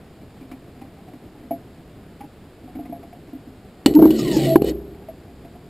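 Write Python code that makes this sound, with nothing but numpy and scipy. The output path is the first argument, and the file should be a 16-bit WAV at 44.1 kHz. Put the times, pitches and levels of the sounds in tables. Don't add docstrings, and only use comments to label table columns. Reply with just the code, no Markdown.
import sys
import numpy as np
from scipy import signal
from scipy.fft import rfft, irfft, next_fast_len
from scipy.io import wavfile
from scipy.ndimage import uniform_filter1d

SR = 44100
rng = np.random.default_rng(int(sys.argv[2]) if len(sys.argv) > 2 else 0)


def transcribe(signal):
    frames = np.atleast_2d(signal).T
    limited = np.clip(frames, -1, 1)
    pcm = np.round(limited * 32767).astype(np.int16)
    wavfile.write(sys.argv[1], SR, pcm)


N = 250929
T = np.arange(N) / SR
RELEASE_S, LET_GO_S = 3.86, 4.557


def from_db(db):
    return 10 ** (np.asarray(db) / 20)


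def rms_one(x):
    return x / np.sqrt(np.mean(x ** 2) + 1e-20)


def noise(spectrum):
    size = next_fast_len(N)
    hz, db = np.transpose(spectrum)
    bins_hz = np.maximum(np.fft.rfftfreq(size, 1 / SR), 1)
    gain = from_db(np.interp(np.log(bins_hz), np.log(hz), db))
    return rms_one(irfft(rfft(rng.standard_normal(size)) * gain, size)[:N])


def drift(rate):
    knots = rng.standard_normal(N // 8)
    return rms_one(np.interp(T * rate, np.arange(len(knots)), knots))


def add(out, s, sound):
    at = max(round(s * SR), 0)
    out[at:at + len(sound)] += sound[:max(N - at, 0)]


def ring(hz, t60, rise):
    t = T[:int((1.3 * t60 + rise) * SR)]
    build = np.sin(np.pi / 2 * np.minimum(t / rise, 1))
    return np.sin(2 * np.pi * hz * t) * build * from_db(-60 * np.maximum(t - rise, 0) / t60)


def resonate(x, hz, width_hz):
    r = np.exp(-np.pi * width_hz / SR)
    feedback = [1, -2 * r * np.cos(2 * np.pi * hz / SR), r * r]
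    return signal.lfilter(np.array([1, 0, -1]) * (1 - r * r) / 2, feedback, x)


def burst(s, t60):
    out = np.zeros(N)
    add(out, s, from_db(-60 * T[:int(1.5 * t60 * SR)] / t60))
    return out


def swell(s, half_length):
    return np.exp(-.5 * np.minimum(((T - s) / half_length) ** 2, 100))


# pitch_hz, level_db
HISS_COLOUR = [(20, -10), (60, 1), (200, -7), (700, -16.5), (4400, -13.5), (8000, -23), (10000, -43)]

def hiss():
    return from_db(-67.5) * noise(HISS_COLOUR)


# pitch_hz, level_db
HUM_COLOUR = [(20, -9.5), (55, -1), (105, 0), (144, -0.5), (275, -1.5), (424, -6), (560, -12), (700, -11),
              (900, -19), (1500, -22), (3280, -27.5), (4900, -29.5), (5700, -36)]

def hum():
    steady = noise(HUM_COLOUR)
    low = signal.sosfilt(signal.butter(1, 670, fs=SR, output="sos"), steady)
    restless = (from_db(1.2 * drift(16)) - 1) * low
    whine = from_db(-71) * np.clip((T - 4.8) / 0.65, 0, 1) * np.sin(2 * np.pi * 4807 * T)
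    return from_db(-43.5) * (steady + restless) + whine


# pitch_hz, level_db
TICK_COLOUR = [(250, 7), (850, -1), (1150, 2), (1500, -7.5), (2300, 2), (3400, -14.5), (5600, -15.5)]

def ticks(rows):
    contact = sum(from_db(db) * burst(s, t60=0.091) for s, *_, db in rows)
    return uniform_filter1d(contact, size=180) * noise(TICK_COLOUR)


# start_s, thud_db, clank_db, clank_hz, tick_db
PART_KNOCKS = [(0.213, -34.5, -53, 700, -49), (0.410, -35, -55, 726, -46), (0.514, -29.5, -43.5, 697, -38),
               (0.814, -31.5, -41, 794, -42.5), (1.079, -39, -42, 740, -49), (1.134, -32, -46, 702, -47),
               (1.434, -36, -50, 700, -52), (1.508, -20.5, -19, 696, -43.5),
               (2.206, -36.5, -35.5, 816, -41), (2.240, -35.5, -45, 813, -56), (2.638, -33, -56, 710, -60),
               (2.677, -47, -40, 718, -55), (2.752, -23.5, -44, 750, -44.5),
               (2.789, -23.5, -33.5, 695, -57), (2.854, -30, -40, 720, -43.5), (2.894, -26, -46, 700, -60),
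               (2.924, -31.5, -28.5, 700, -54), (3.030, -38.5, -39, 690, -46.5),
               (3.127, -47, -38.5, 699, -48), (3.330, -26, -47, 685, -54), (3.470, -30.5, -51, 686, -56),
               (5.085, -45, -29.5, 645, -45.5), (5.447, -50, -41, 680, -47), (5.552, -55, -43, 724, -58)]
# pitch_hz, level_db, fade_s
MOUNT_TONES = [(260.7, -1.5, 0.15), (292, -3, 0.12)]
# times_clank_pitch, level_db, fade_s
PART_TONES = [(0.759, -15, 0.24), (0.997, 3, 0.11), (1.15, -9.5, 0.091), (3.3, -24.5, .025)]

def knocks():
    thud_rise_s, clank_rise_s = 0.011, 0.004
    faint_knocks = [(when * N / SR, -49 + 7 * thud, -58 + 7 * clank, 650 + 200 * pitch, -64 + 9 * tick)
                    for when, thud, clank, pitch, tick in rng.random((36, 5))]
    rows = PART_KNOCKS + faint_knocks
    out = np.zeros(N)
    for s, thud_db, clank_db, clank_hz, _ in rows:
        thud = [(hz, thud_db + db, t60, thud_rise_s) for hz, db, t60 in MOUNT_TONES]
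        clank = [(clank_hz * times, clank_db + db, t60, clank_rise_s) for times, db, t60 in PART_TONES]
        for hz, db, t60, rise in thud + clank:
            sound = from_db(db + rng.normal(0, 1)) * ring(hz * (1 + rng.normal(0, 0.0097)), t60, rise)
            add(out, s, sound)
            add(out, s + rng.uniform(0.02, 0.036), from_db(-15) * sound)
    return out + ticks(rows)


def free_length():
    return np.clip((T - RELEASE_S) / (LET_GO_S - RELEASE_S), 0.3, 1)


FULL_CABLE_HZ = 616

def whirr():
    length = free_length()
    phase = 2 * np.pi * np.cumsum(FULL_CABLE_HZ / length) / SR
    tone = drift(110) * np.sin(phase) + drift(110) * np.cos(phase)
    octave = drift(110) * np.sin(2 * phase) + drift(90) * np.cos(2 * phase)
    sound = from_db(-29) * length ** 3.9 * tone + from_db(-47) * swell(4.31, 0.09) * octave
    return sound * (T > RELEASE_S) * (T < LET_GO_S)


# peak_s, level_db, half_length_s
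CABLE_ZIPS = [(4.194, -33.5, 0.012), (4.337, -34, 0.01), (4.366, -33, 0.012), (4.696, -35, 0.0023)]

def zips():
    loudness = sum(from_db(db) * swell(s, half_length) for s, db, half_length in CABLE_ZIPS)
    return loudness * rms_one(resonate(rng.standard_normal(N), hz=5130, width_hz=680))


# pitch_hz, width_hz, level_db
SKIN_TONES = [(1902, 67, 9.5), (2670, 67, -8), (2955, 54, 9), (3970, 165, 1.5), (4306, 110, 8.5),
              (4540, 52, -1)]

def skin(grit):
    ringing = sum(from_db(db) * resonate(grit, hz, width) for hz, width, db in SKIN_TONES)
    return from_db(-2) * (grit + ringing)


# peak_s, rise_s, fall_s, rumble_db, scrape_db
CABLE_RUBS = [(3.867, 0.0089, 0.074, -17, -34), (4.047, 0.085, 0.04, -11.5, -50),
              (4.45, 0.45, 0.14, -19, -29), (4.688, 0.073, 0.04, -20, -33)]

def rubs():
    return [(np.interp(T, [s - rise, s, s + fall], [0, 1, 0]), rumble_db, scrape_db)
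            for s, rise, fall, rumble_db, scrape_db in CABLE_RUBS]


# pitch_hz, level_db
RUMBLE_COLOUR = [(30, -50), (62, -1.5), (95, -53), (140, 0), (230, -4.5), (330, 8.5), (400, -2),
                 (500, -8.5), (680, -13), (850, -30.5), (1300, -34), (2000, -46.5)]

def rumble():
    stored_share, fade_s = 0.17, 0.77
    power = sum((from_db(db) * pressure ** 0.48) ** 2 for pressure, db, _ in rubs())
    keep = from_db(-60 / (fade_s * SR)) ** 2
    lingering = signal.lfilter([1 - keep], [1, -keep], power)
    return np.sqrt(power + stored_share * lingering) * noise(RUMBLE_COLOUR)


# pitch_hz, level_db
SCRAPE_COLOUR = [(300, 14.5), (900, -11), (1400, -19), (2000, 8.5), (2600, 7.5), (3400, 10), (4300, 7),
                 (5600, 3)]

def scrape():
    snaps_per_s, snap_fade_s, echo_share = 37, 0.0092, 0.34
    loudness = sum(from_db(db) * pressure for pressure, _, db in rubs())
    slips = rms_one(from_db(1.3 * drift(550) + 1.8 * drift(60)))
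    grind = noise(SCRAPE_COLOUR) * loudness * slips
    catches = (rng.random(N) < snaps_per_s / SR) * rng.random(N)
    snaps = signal.lfilter([1], [1, -from_db(-60 / (snap_fade_s * SR))], catches + 1e-18)
    grind *= 0.93 + 1.4 * snaps
    echo_s = (1 + 0.02 * drift(40)) * free_length() / FULL_CABLE_HZ
    return skin(sum(echo_share ** trip * np.interp(T - trip * echo_s, T, grind) for trip in range(3)))


# peak_s, pitch_hz, level_db, half_length_s
SWELLING_TONES = [(3.967, 296.6, 0, 0.013), (3.998, 664, -15, 0.0051), (4.04, 316.2, -6.5, 0.05),
                  (4.125, 223, -20, 0.072), (4.125, 1510, -49, .025), (4.205, 1210, -36.5, 0.011),
                  (4.248, 131.4, -22.5, 0.021), (4.343, 186, -19.5, 0.02), (4.47, 137.7, -19, 0.08),
                  (4.519, 653, -13, 0.026), (4.711, 61.6, -34, 0.15)]

def groans_and_whines():
    out, waver = np.zeros(N), 0.049 * drift(64)
    for s, hz, db, half_length in SWELLING_TONES:
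        tone = swell(s, half_length) * np.sin(2 * np.pi * hz * (T - s) + waver)
        out += from_db(db) * np.clip(tone, -0.9, 0.9)
    return out


# start_s, thump_db, thump_fade_s, crack_db
HULL_BLOWS = [(3.8601, 5, 0.032, -4.5), (3.888, -20, 0.037, -40), (3.909, -10, 0.047, -53),
              (3.938, -18, 0.036, -31), (3.951, -16, .05, -25.5), (3.989, -3.5, 0.014, -38),
              (4.023, 1, 0.06, -30), (4.055, 5.5, 0.016, -35), (4.106, -16, 0.043, -24.5),
              (4.19, -31, .04, -28), (4.366, -8, 0.12, -27), (4.557, 10, 0.032, -21),
              (4.619, -0.5, 0.011, -29.5), (4.644, -7, 0.0081, -55), (4.688, -15.5, 0.013, -28.5)]
# pitch_hz, level_db, fade_s
HULL_TONES = [(134.6, -48, 0.57), (186.4, -43, 0.79), (229, -39, 0.88), (307, -31, 0.27), (347, -38, 0.38),
              (377.6, -33, 1), (406, -32, 0.99), (689, -38, 0.3), (792, -27, 0.084)]

def blows():
    out = np.zeros(N)
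    for s, db, thump_fade_s, _ in HULL_BLOWS:
        thump_hz = 285 + 70 * (s - RELEASE_S)
        add(out, s, from_db(db) * ring(thump_hz, thump_fade_s, rise=0.0028))
        for hz, tone_db, t60 in HULL_TONES:
            gain = from_db(db + tone_db + rng.normal(0, 1)) * rng.choice([-1, 1])
            add(out, s, gain * ring(hz, t60, rise=0.0019))
    return out


# pitch_hz, level_db
CRACK_COLOUR = [(300, 2), (900, 9), (1700, -11), (2700, 8), (3400, 0), (4400, 1), (5600, -2)]

def cracks():
    loudness = sum(from_db(db) * burst(s, t60=0.029) for s, *_, db in HULL_BLOWS)
    return skin(loudness * noise(CRACK_COLOUR))


# pitch_hz, level_db
STEREO_NOISE_COLOUR = [(15, 18), (45, 9), (70, 27), (110, 6), (200, 1), (400, -34), (1300, -80),
                       (5000, -78), (9000, -60)]

def low_stereo_noise():
    loudness = sum(from_db(db - 52) * burst(s, t60=0.25) for s, db, *_ in HULL_BLOWS)
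    return loudness * noise(STEREO_NOISE_COLOUR)


def scene():
    cables = whirr() + zips() + rumble() + scrape() + groans_and_whines()
    middle = hum() + knocks() + cables + blows() + cracks()
    side = hiss() + low_stereo_noise()
    return np.array([middle + side, middle - side])


def record(dry):
    hold_hz, overload_hardness = 11988, 3.24
    narrow = signal.sosfilt(signal.cheby1(8, .3, 5600, fs=SR, output="sos"), dry)
    squashed = narrow / (1 + np.abs(narrow) ** overload_hardness) ** (1 / overload_hardness)
    size = next_fast_len(N + SR // 10)
    mirrored = rfft(squashed * (1 + 2 * np.cos(2 * np.pi * hold_hz * T)), size)
    step_gain = np.sinc(np.fft.rfftfreq(size, 1 / SR) / hold_hz)
    held = irfft(mirrored * step_gain, size)[:, :N]
    return signal.sosfilt(signal.ellip(10, .2, 80, 15500, fs=SR, output="sos"), held)


dry = scene()
out = record(dry)
transcribe(out)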